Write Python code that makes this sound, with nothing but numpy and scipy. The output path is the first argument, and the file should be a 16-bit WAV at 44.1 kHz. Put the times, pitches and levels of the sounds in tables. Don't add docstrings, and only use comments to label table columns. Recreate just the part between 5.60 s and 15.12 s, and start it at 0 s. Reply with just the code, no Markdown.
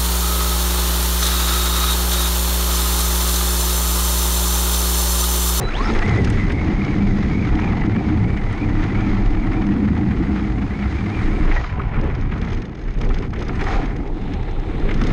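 import sys
import numpy as np
from scipy import signal
from scipy.io import wavfile
from scipy.ndimage import uniform_filter1d, minimum_filter1d

SR = 44100
rng = np.random.default_rng(int(sys.argv[2]) if len(sys.argv) > 2 else 0)


def unload_wav(signal):
    wavfile.write(
        sys.argv[1],
        SR,
        np.round(np.clip(np.atleast_2d(signal).T, -1, 1) * 32767).astype(np.int16),
    )


N = 419832
TIME_S = np.arange(N) / SR


def from_db(db):
    return 10 ** (np.asarray(db) / 20)


def curves(rows):
    times, *columns = np.transpose(rows)
    return [np.interp(TIME_S, times, column) for column in columns]


def drift(rate_hz):
    pole = np.exp(-2 * np.pi * rate_hz / SR)
    slow = signal.lfilter([1], [1, -2 * pole, pole * pole], rng.standard_normal(N + SR))[SR:]
    return slow / slow.std()


def body(force, modes):
    inputs = np.array([force, signal.unit_impulse(N)]) + 1e-18
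    out = 0
    for k, (hz, width_hz, level_db) in enumerate(modes):
        r = np.exp(-np.pi * width_hz / SR)
        band = [(1 - r * r) / 2, 0, (r * r - 1) / 2, 1, -2 * r * np.cos(2 * np.pi * hz / SR), r * r]
        out = out + (-1) ** k * from_db(level_db) * signal.sosfilt([band, band], inputs)
    sound, impulse_response = out
    return sound / np.sqrt(np.sum(impulse_response ** 2))


def shaking(level_db, modes, gust_db, gust_hz):
    force = rng.standard_normal(N) * from_db(gust_db * drift(gust_hz))
    return from_db(level_db) * body(force, modes)


def grit(per_s, spread_db):
    sizes = from_db(spread_db * np.minimum(rng.exponential(1, N), 5)) * rng.choice([-1, 1], N)
    hits = sizes * (rng.random(N) < per_s / SR)
    return hits / hits.std()


def bursts(times_s, levels_db, half_rise_s):
    envelope = np.zeros(N)
    for time_s, level_db in zip(times_s, levels_db):
        start = round((time_s - half_rise_s) * SR)
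        span = np.arange(max(start, 0), min(start + SR // 16, N))
        age = (span - start) / SR / (2 * half_rise_s)
        envelope[span] += from_db(level_db) * (age * np.exp(1 - age)) ** 4
    return envelope


def scattered_bursts(count, level_db, spread_db, rarity_floor, half_rise_s):
    when, rarity = rng.random((count, 2)).T
    at = (when * (N - 1)).astype(int)
    accent_db = spread_db * (-np.log(rarity + rarity_floor) - 1)
    return bursts(at / SR, level_db[at] + accent_db, half_rise_s)


def rough_tone(rows, pitch_hz, level_db, wander, rough_db, rough_hz):
    phase = 2 * np.pi * np.cumsum(pitch_hz * (1 + wander * drift(rough_hz))) / SR
    gate = (TIME_S > rows[0][0]) & (TIME_S < rows[-1][0])
    return np.sqrt(2) * gate * from_db(level_db + rough_db * drift(rough_hz)) * np.sin(phase)


def struck(blows, modes, contact_hz, spread_db):
    times_s, blow_db = np.transpose(blows)
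    ring = 0
    for hz, mode_db, t60_s in modes:
        strength_db = blow_db + mode_db + rng.normal(0, spread_db, len(blows))
        clicks = np.full(N, 1e-18)
        clicks[(times_s * SR).astype(int)] = from_db(strength_db)
        r, angle = from_db(-60 / (t60_s * SR)), 2 * np.pi * hz / SR
        ring = ring + signal.lfilter([0, np.sin(angle)], [1, -2 * r * np.cos(angle), r * r], clicks)
    return signal.sosfilt(signal.butter(4, contact_hz, fs=SR, output="sos"), ring)


# time_s, level_db
AIR = [(0.0, -60), (0.1, -64), (0.34, -56.5), (0.55, -59), (1.02, -68), (2.53, -71), (2.76, -65),
       (3.0, -69.5), (5.21, -69.5), (5.63, -65.5), (5.79, -63), (6.1, -84), (6.71, -88), (6.87, -77),
       (7.19, -85), (7.5, -74), (7.84, -80), (8.05, -64), (8.29, -75), (8.53, -75.5), (9.4, -68),
       (9.45, -65)]
# pitch_hz, width_hz, gain_db
CLIP_MODES = [(7460, 3400, -2.5), (10400, 2800, -14.5), (11470, 2400, -12)]


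def air(clumps):
    level_db, = curves(AIR)
    return body(from_db(level_db + clumps) * grit(14000, 2.2), CLIP_MODES)


# time_s, level_db
TREAD = [(8.25, -79), (8.45, -63), (8.68, -52), (8.95, -51), (9.25, -49.5), (9.52, -53)]
# pitch_hz, width_hz, gain_db
TYRE_MODES = [(2200, 900, -1), (2900, 600, -1), (3560, 600, 0), (4150, 550, -6)]


def tread():
    level_db, = curves(TREAD)
    return shaking(level_db, TYRE_MODES, gust_db=1.5, gust_hz=20)


# time_s, suspension_db, frame_db, shell_db, roof_db
RIDE = [(0.0, -26, -15.5, -26.5, -35), (0.1, -23.5, -34, -39.5, -36), (0.29, -15, -27, -23.5, -28.5),
        (0.4, -16.5, -34, -31.5, -39), (0.5, -28, -14.5, -21, -30.5), (0.76, -27, -21.5, -27.5, -29),
        (1.96, -22.5, -21, -23, -28.5), (2.64, -28, -23, -23.5, -28.5), (2.93, -23.5, -25, -35, -37),
        (3.01, -23, -33, -24.5, -31), (3.09, -27, -22.5, -28, -28.5), (3.83, -16.5, -30.5, -28.5, -25),
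        (4.31, -34, -20, -20.5, -26.5), (5.29, -33.5, -27.5, -33.5, -33), (5.84, -17.5, -26, -26, -28),
        (6.08, -25, -28.5, -48, -45.5), (6.16, -24, -23, -40, -38.5), (6.85, -21.5, -24.5, -28.5, -36.5),
        (7.14, -35.5, -32, -39.5, -39), (7.35, -22.5, -29.5, -35, -43), (7.38, -21.5, -26, -30, -38.5),
        (8.39, -19.5, -26, -33.5, -32.5), (8.49, -28, -31.5, -44, -31.5), (8.73, -21.5, -28, -27.5, -34.5),
        (8.89, -24.5, -29.5, -40.5, -41), (9.5, -21.5, -23, -22.5, -28)]
# pitch_hz, width_hz, gain_db
SUSPENSION_MODES = [(19.3, 11, -7), (27.1, 9.6, 4), (38.9, 18.6, -2)]
FRAME_MODES = [(58.6, 21, -8), (81.8, 37, -6), (97.6, 44.5, -6.5), (124.7, 65.4, -9)]
SHELL_MODES = [(169.8, 25, -2), (196.7, 67, -4), (226.6, 63.6, -3)]
ROOF_MODES = [(269.1, 48, -1.5), (311.4, 36, -1.5), (347.3, 25, -7.5)]


def ride():
    suspension_db, frame_db, shell_db, roof_db = curves(RIDE)
    return (shaking(suspension_db, SUSPENSION_MODES, gust_db=3.1, gust_hz=5.1)
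            + shaking(frame_db, FRAME_MODES, gust_db=0.1, gust_hz=12)
            + shaking(shell_db, SHELL_MODES, gust_db=1.47, gust_hz=13)
            + shaking(roof_db, ROOF_MODES, gust_db=3.0, gust_hz=27))


# time_s, frame_db, shell_db, roof_db
HUM = [(0.3, -29, -41, -22), (0.44, -28, -41, -44), (0.56, -12.5, -22, -26), (0.62, -29, -46, -47),
       (1.06, -36, -28.5, -38), (1.62, -38, -22, -37), (1.77, -36, -36, -47), (1.87, -51, -32, -23.5),
       (2.2, -31, -24, -51), (2.3, -22, -41, -25), (2.38, -34, -39, -58), (2.42, -49, -22, -23),
       (2.51, -21.5, -29, -26.5), (2.93, -28, -41, -47.5), (3.04, -32.5, -33, -24), (3.26, -21, -39.5, -31),
       (3.51, -29, -17, -29), (3.74, -20.5, -46, -43), (4.06, -33, -20.5, -30.5), (5.24, -36, -31, -39.5),
       (5.78, -23.5, -32, -31.5), (5.86, -30, -42, -28), (5.97, -30, -52, -40), (6.1, -36, -52, -55)]
HUM_HZ, HUM_WIDTH_HZ = [104.26, 199.25, 309.4], [13.7, 14, 20.3]


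def hum():
    fade_s = 0.05
    gate = np.clip(np.minimum(TIME_S - HUM[0][0], HUM[-1][0] - TIME_S) / fade_s, 0, 1)
    return gate * sum(shaking(level_db, [(hz, width_hz, 0)], gust_db=2.0, gust_hz=7.4)
                      for level_db, hz, width_hz in zip(curves(HUM), HUM_HZ, HUM_WIDTH_HZ))


# time_s, pitch_hz, level_db
THROB = [(1.6, 56, -42), (2.4, 62, -38), (3.4, 84, -51), (4.6, 58, -27.5), (5.7, 61, -30.5), (6.4, 47, -43)]


def throb():
    return rough_tone(THROB, *curves(THROB), wander=0.1, rough_db=5, rough_hz=8)


# pitch_hz, width_hz, gain_db
DECK_MODES = [(679, 130, -8.5), (753, 330, -5.5)]
TUB_MODES = [(378, 100, 2), (473, 79, -4.5), (528, 172, -8)]


def panels(deck_db, tub_db):
    deck = shaking(deck_db, DECK_MODES, gust_db=1.0, gust_hz=20)
    return deck + shaking(tub_db, TUB_MODES, gust_db=1.7, gust_hz=24)


# time_s, pitch_hz, level_db
GROWL = [(8.06, 756, -50), (8.07, 777, -35), (8.094, 783, -28), (8.108, 777, -47), (8.135, 767, -35),
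         (8.148, 799, -35), (8.17, 775, -25), (8.182, 780, -47), (8.19, 753, -29), (8.216, 763, -36),
         (8.228, 750, -50)]


def growl():
    return rough_tone(GROWL, *curves(GROWL), wander=0.015, rough_db=2, rough_hz=60)


# time_s, suspension_db, tub_db
LANDINGS = [(.29, -31, -49), (.58, -34, -25), (1.12, -13.5, -44), (1.59, -34, -33), (2.2, -20.5, -47),
            (3.34, -17, -34), (4.56, -22, -48), (5.01, -26, -49), (5.88, -20, -29), (6.439, -27, -29),
            (6.58, -21, -43), (7.32, -22, -57), (7.5, -29, -33), (7.85, -23.5, -41), (8.06, -24, -49),
            (8.35, -36, -39), (9.2, -13, -49)]


def landings():
    times_s, suspension_db, tub_db = np.transpose(LANDINGS)
    half_width_s = 0.025
    pushes = np.exp(-((TIME_S - times_s[:, None]) / half_width_s) ** 2)
    suspension_force = from_db(suspension_db) @ pushes * rng.standard_normal(N)
    tub_force = from_db(tub_db) @ pushes * rng.standard_normal(N)
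    return body(suspension_force, SUSPENSION_MODES) + body(tub_force, TUB_MODES)


# time_s, level_db
CRACKS = [(5.873, -33), (5.913, -27), (5.961, -27), (6.042, -43), (6.193, -40), (6.337, -32.5),
          (6.872, -42), (7.277, -46), (7.945, -35), (7.99, -39), (8.011, -28.5), (8.068, -32)]
THUDS = [(5.841, -22), (6.165, -20), (6.184, -15.5), (6.377, -16), (6.385, -16), (6.443, -15), (6.514, -21)]
# pitch_hz, gain_db, t60_s
CRACK_RING = [(1130, -5, .06), (1430, -5, .05), (1800, 0, .08), (2000, -3, .05), (2380, -8, .06)]
THUD_RING = [(147, -4.5, 0.11), (215.6, -4, .1), (298, -10, 0.063), (406.6, -13, 0.088)]


def impacts():
    cracks = struck(CRACKS, CRACK_RING, contact_hz=2800, spread_db=3.0)
    return cracks + struck(THUDS, THUD_RING, contact_hz=700, spread_db=1.5)


# start_s, end_s, pitch_hz, level_db, octave_above_db
SWITCHING = [(.018, 0.104, 3970, -40, -82), (6.057, 6.403, 996, -44, -66), (7.935, 8.035, 7940, -74, -90)]


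def controller():
    fade_s, tones = 0.0055, 0
    for start_s, end_s, pitch_hz, level_db, octave_db in SWITCHING:
        gate = np.clip(np.minimum(TIME_S - start_s, end_s - TIME_S) / fade_s, 0, 1)
        phase = 2 * np.pi * pitch_hz * TIME_S
        tones += gate * (from_db(level_db) * np.sin(phase) + from_db(octave_db) * np.sin(2 * phase))
    return np.sqrt(2) * tones * from_db(2.5 * drift(40))


# time_s, mesh_hz, mesh_db, whine_db, unsteadiness_ratio
GEARS = [(.05, 283, -65, -54, .012), (.085, 333, -69, -27, .012), (.1, 368, -66, -42, .012),
         (.12, 488, -61, -49, 0.015), (.14, 649, -52, -34, 0.015), (.155, 757, -28, -30, .012),
         (.17, 922, -38, -40, 0.013), (.2, 1032, -28, -45, .012), (.23, 1198, -31, -45, 0.014),
         (.26, 1323, -33, -39, .012), (.29, 1350, -31, -57, 0.01), (.33, 1450, -53, -90, 0.013),
         (.395, 1720, -53, -90, 0.014), (.41, 1830, -29.5, -92, 0.013), (.46, 2060, -31, -91, 0.017),
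         (.62, 1984, -40, -92, 0.012), (.7, 1920, -44, -89, 0.0285), (1.5, 1960, -43, -86, 0.028),
         (2.2, 2018, -43, -86, 0.025), (4.4, 1999, -50.5, -86, 0.028), (5.2, 1983, -47, -90, 0.011),
         (5.945, 1992, -48, -92, .012), (5.97, 1976, -25, -90, 0.018), (6.0, 1940, -42, -90, 0.018)]
# time_s, top_hz, top_db, half_width_s
SKIPS = [(0.822, 2070, -35, .06), (1.0, 2160, -38.5, 0.072), (1.243, 2245, -39, 0.1),
         (1.439, 2347, -44, 0.049), (1.779, 2280, -38.5, 0.089), (2.042, 2380, -39, 0.056),
         (2.409, 2350, -44, 0.066), (2.551, 2286, -68, .04), (2.73, 2273, -44.5, 0.071),
         (3.019, 2366, -41, 0.053), (3.42, 2330, -43.5, 0.09), (3.789, 2300, -46, 0.058),
         (3.99, 2393, -47, .04), (4.801, 2328, -59, 0.074), (5.02, 2270, -53, .06), (5.2, 2280, -44, 0.069),
         (5.39, 2360, -45.5, 0.051), (5.57, 2378, -40, 0.068), (5.769, 2300, -44, .06)]
WHINE_PER_MESH = 4.1


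def gears():
    mesh_hz, mesh_db, whine_db, unsteadiness = curves(GEARS)
    whine_hz = WHINE_PER_MESH * mesh_hz
    whine = rough_tone(GEARS, whine_hz, whine_db, wander=0.022, rough_db=3.5, rough_hz=180)
    for time_s, top_hz, top_db, half_width_s in SKIPS:
        rev = np.exp(-np.abs((TIME_S - time_s) / half_width_s) ** 3)
        mesh_hz += rev * (top_hz - mesh_hz)
        mesh_db += rev * (top_db - mesh_db)
    mesh_hz *= 1 + 0.015 * drift(20)
    mesh = rough_tone(GEARS, mesh_hz, mesh_db, wander=1.1 * unsteadiness, rough_db=4, rough_hz=150)
    return mesh + whine


# pitch_hz, width_hz, gain_db
FITTING_MODES = [(3360, 1530, 0.5), (4250, 2130, -5), (5000, 1100, -0.5), (6120, 390, -12),
                 (6480, 350, -6.5), (6870, 500, -15.5)]


def fittings(envelope, loose_db):
    loose = from_db(loose_db) * grit(per_s=1500, spread_db=4.0)
    spray = from_db(drift(30)) * grit(per_s=15000, spread_db=1.7)
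    return body(envelope * (spray + loose), FITTING_MODES)


# time_s, drive_db, arms_offset_db
KNOCKS = [(0.263, -19, -14), (0.358, -11, -11), (0.41, -33, -6), (0.485, -18, -9), (0.525, -26, -6),
          (0.594, -26, -5), (0.667, -23, -4), (0.737, -34, -9), (0.772, -26, -2), (0.898, -16, 1),
          (1.31, -36, -7), (1.357, -33, -19), (1.643, -29, 1), (1.935, -17, -14), (1.984, -15, -12),
          (2.168, -33, -12), (2.212, -24, 3), (2.258, -35, -16), (2.354, -33, -1), (2.569, -39, -12),
          (2.699, -38, -6), (2.769, -32, 11), (3.085, -29, -2), (3.226, -31, 8), (3.295, -29, 5),
          (3.346, -19, -1), (3.39, -21, -10), (3.562, -37, -16), (3.641, -39, -12), (3.725, -25, -3),
          (3.864, -24, -2), (3.93, -24, -8), (3.961, -18, -24), (4.116, -28, 3), (4.149, -20, -27),
          (4.222, -38, -15), (4.508, -30, 6), (4.765, -33, -14), (4.84, -26, -3), (4.976, -19, -12),
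          (5.097, -22, -10), (5.191, -28, 3), (5.226, -32, 8), (5.51, -25, -11), (5.677, -40, -8),
          (5.758, -24, -4), (5.874, -9, -10), (5.888, -24, -17), (5.912, -12, 1), (5.961, -7.5, -15),
          (6.038, -11, -24), (6.09, -23, -5), (6.193, -9, -23), (6.338, -13, -15), (6.36, -13, -16),
          (6.385, -18, -16), (6.443, -18, -19), (6.718, -21.5, -1.5), (6.752, -14, -33), (6.775, -31, -23),
          (6.82, -23, -6), (6.848, -36, -14), (6.871, -26, -6), (6.902, -34, -9), (6.93, -23, -8),
          (6.975, -33, -15), (7.016, -29, -10), (7.278, -24, -4), (7.407, -16, -11), (7.43, -19, -8),
          (7.452, -26, -16), (7.5, -10.5, -14), (7.562, -31, 4), (7.625, -16, -12), (7.648, -31, -12),
          (7.728, -12.5, -14), (7.757, -22, 0), (7.811, -12, -15), (7.887, -14, -8), (7.949, -30, -7),
          (7.99, -27, 3), (8.012, -18, -1), (8.068, -13, -29), (8.1, -18, -17), (8.13, -19, -18),
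          (8.158, -23, -19), (8.307, -18, -37), (9.286, -22, 5), (9.308, -13, -4), (9.411, -8, -20)]
# pitch_hz, width_hz, gain_db
CHASSIS_MODES = [(608, 360, -6.5), (1010, 340, -5), (1300, 360, -2.5), (1520, 190, -11)]
ARM_MODES = [(1643, 570, 5), (2037, 545, 4.5), (2294, 304, 7.5), (2604, 1440, -5)]


def chassis(shaken, ticks):
    times_s, drive_db, arms_offset_db = np.transpose(KNOCKS)
    knocks = bursts(times_s, drive_db - 21.5, half_rise_s=0.0052)
    arm_knocks = bursts(times_s, drive_db + arms_offset_db - 14.5, half_rise_s=0.0052)
    clatter = body((shaken + knocks) * grit(16000, 2.23), CHASSIS_MODES)
    arms = body((shaken + arm_knocks + from_db(-3) * ticks) * grit(16000, 1.15), ARM_MODES)
    return clatter + arms


# time_s, drive_db, treble_offset_db, deck_db, tub_db
ROLL = [(0, -30, -17, -30, -25.5), (.08, -34, -16, -43, -36), (.29, -27.5, -11.5, -35, -31),
        (.48, -26.5, -13, -33.5, -28), (.85, -34.5, -9.5, -43, -36), (.93, -33, -12.5, -36.5, -32.5),
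        (1.83, -35, -9, -43.5, -34), (1.96, -32, -13, -34.5, -33.5), (2.76, -35.5, -12.5, -40, -35.5),
        (3.4, -33, -12, -37, -36), (4.15, -34.5, -13, -39, -36), (4.7, -36, -12.5, -40.5, -37.5),
        (5.2, -36, -11, -42.5, -39), (5.83, -32, -13, -39, -35.5), (5.96, -32, -9.5, -31, -33),
        (6.07, -36.5, -10, -51, -43), (6.2, -35, -25, -39, -37), (6.28, -37.5, -21, -43, -44),
        (6.42, -34.5, -25, -38, -31), (6.63, -41, -20.5, -44.5, -39.5), (6.92, -35.5, -19.5, -43, -37),
        (7.11, -44, -24.5, -48, -40), (7.37, -42, -22.5, -53, -41.5), (7.42, -42, -17.5, -42, -32),
        (7.64, -39, -19, -46, -36), (7.69, -49, -17, -50, -45), (7.79, -41, -16, -43, -31),
        (7.98, -35.5, -18, -43, -40), (8.015, -32, -15, -33, -28), (8.06, -31, -13, -37, -35),
        (8.12, -28.5, -11, -31.5, -32), (8.2, -36.5, -11, -34, -30.5), (8.3, -38, -16, -41, -39.5),
        (8.51, -45.5, -11, -42, -34.5), (8.9, -40.5, -13, -40.5, -37.5), (9.27, -38.5, -14, -41, -31.5),
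        (9.36, -33, -14.5, -42, -33), (9.52, -31, -10, -45, -30.5)]
# time_s, offset_db
LOOSE = [(0, 2.5), (1, -9), (5.9, -19.5), (6.2, -6), (7.2, 10), (7.9, 1.5), (8.2, -7.5), (8.4, -17),
         (9.25, -16), (9.35, -8)]
# time_s, drive_db, top_octave_offset_db
TICKS = [(0.3349, -24.5, -27), (0.3618, -36, -30), (0.388, -36, -27), (0.492, -21, -25), (0.5628, -44, -28),
         (0.6461, -19, -17), (0.7, -27.5, -5.5), (0.8957, -33, -25), (0.9188, -27, -19), (1.247, -28, -36),
         (1.9516, -28, -26), (1.997, -28.5, -41), (2.044, -32, -33), (2.092, -49, -34), (2.208, -35, -32),
         (2.258, -32, -32), (2.355, -42, -32), (2.77, -36, -30), (2.926, -32, -21), (3.09, -35, -32),
         (3.405, -35, -32), (3.93, -33, -34), (4.065, -31, -24), (4.253, -40, -33), (4.375, -41, -30),
         (4.77, -46, -26), (5.9392, -29, -33), (6.411, -35, -30), (6.4378, -42, -14), (6.5086, -47, -33),
         (6.549, -35, -40), (6.609, -36, -34), (6.7769, -37.5, -27), (6.8139, -33, -34), (6.8466, -33, -34),
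         (6.901, -34, -39), (6.928, -34, -33), (6.972, -34, -32), (6.996, -43, -24), (7.018, -30, -32),
         (7.0518, -37, -31), (7.15, -40, -30), (7.1905, -39, -28), (7.2125, -39, -30), (7.305, -38, -32),
         (7.3387, -40, -22), (7.385, -35, -22), (7.412, -26.5, -22), (7.443, -38, -28), (7.462, -49, -26),
         (7.489, -33, -32), (7.5424, -27.5, -38), (7.5841, -29, -36), (7.6216, -38, -35),
         (7.7035, -38, -28), (7.734, -30, -37), (7.7593, -40, -32), (7.79, -32, -30), (7.8067, -33, -30),
         (7.823, -26, -26), (7.848, -37, -32), (7.881, -26.5, -25), (7.9185, -55, -30), (7.953, -31, -27),
         (8.009, -26, -32), (8.038, -27, -29), (8.2266, -34, -33), (8.256, -33, -34), (8.3622, -30, -24),
         (8.475, -38, -29), (8.7352, -28.5, -37), (8.828, -35, -28), (8.91, -36, -26), (8.996, -36, -26),
         (9.196, -36, -28), (9.242, -45, -30), (9.3097, -29, -30), (9.34, -24.5, -30), (9.413, -22.5, -28),
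         (9.436, -24, -28), (9.467, -23, -25)]
# pitch_hz, width_hz, gain_db
STONE_MODES = [(3150, 1520, 4.5), (4300, 420, -3), (4890, 710, 2), (5960, 710, -9.5), (6430, 200, 2.5)]


def rattle():
    drive_db, treble_db, deck_db, tub_db = curves(ROLL)
    loose_db, = curves(LOOSE)
    strays = scattered_bursts(900, drive_db + treble_db + loose_db,
                              spread_db=1.6, rarity_floor=0.02, half_rise_s=0.0013)
    clumps = 0.85 * drift(3.0) + 0.27 * drift(51)
    jolts = scattered_bursts(1100, drive_db - 12, spread_db=1.0, rarity_floor=0.03, half_rise_s=0.0022)
    shaken = from_db(drive_db - 9.0 + 2.0 * clumps) + jolts
    treble = from_db(drive_db + treble_db - 6.5 + 1.8 * clumps) + from_db(treble_db - 7.5) * jolts

    tick_s, tick_db, top_db = np.transpose(TICKS)
    ticks = bursts(tick_s, tick_db - 11.0, half_rise_s=0.0024) + strays
    top_ticks = bursts(tick_s, tick_db + top_db - 7.0, half_rise_s=0.0024) + from_db(-26.5) * strays

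    clatter = chassis(shaken, ticks) + fittings(treble, loose_db)
    stones = body(ticks * grit(20000, 2.6), STONE_MODES)
    bed = air(clumps) + panels(deck_db, tub_db)
    clips = body(top_ticks * grit(16000, 5.8), CLIP_MODES)
    return bed + clatter + stones + clips


def scene():
    mix = (ride() + tread() + impacts() + growl() + hum() + landings()
           + rattle() + gears() + throb() + controller())
    return mix[None]


def record(dry):
    knee, squeeze, release_db_per_s, cutoff_hz = 0.385, 0.89, 147, 13200
    window = 89
    over_db = squeeze * np.maximum(20 * np.log10(np.abs(dry) / knee + 1e-9), 0)
    release_ramp = release_db_per_s * TIME_S
    held_db = np.maximum.accumulate(over_db + release_ramp, axis=1) - release_ramp
    early_db = -minimum_filter1d(-held_db, size=window, axis=1)
    limited = dry * from_db(-uniform_filter1d(early_db, size=window, axis=1))
    return signal.sosfilt(signal.cheby2(10, 60, cutoff_hz, fs=SR, output="sos"), limited)


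dry = scene()
out = record(dry)
unload_wav(out)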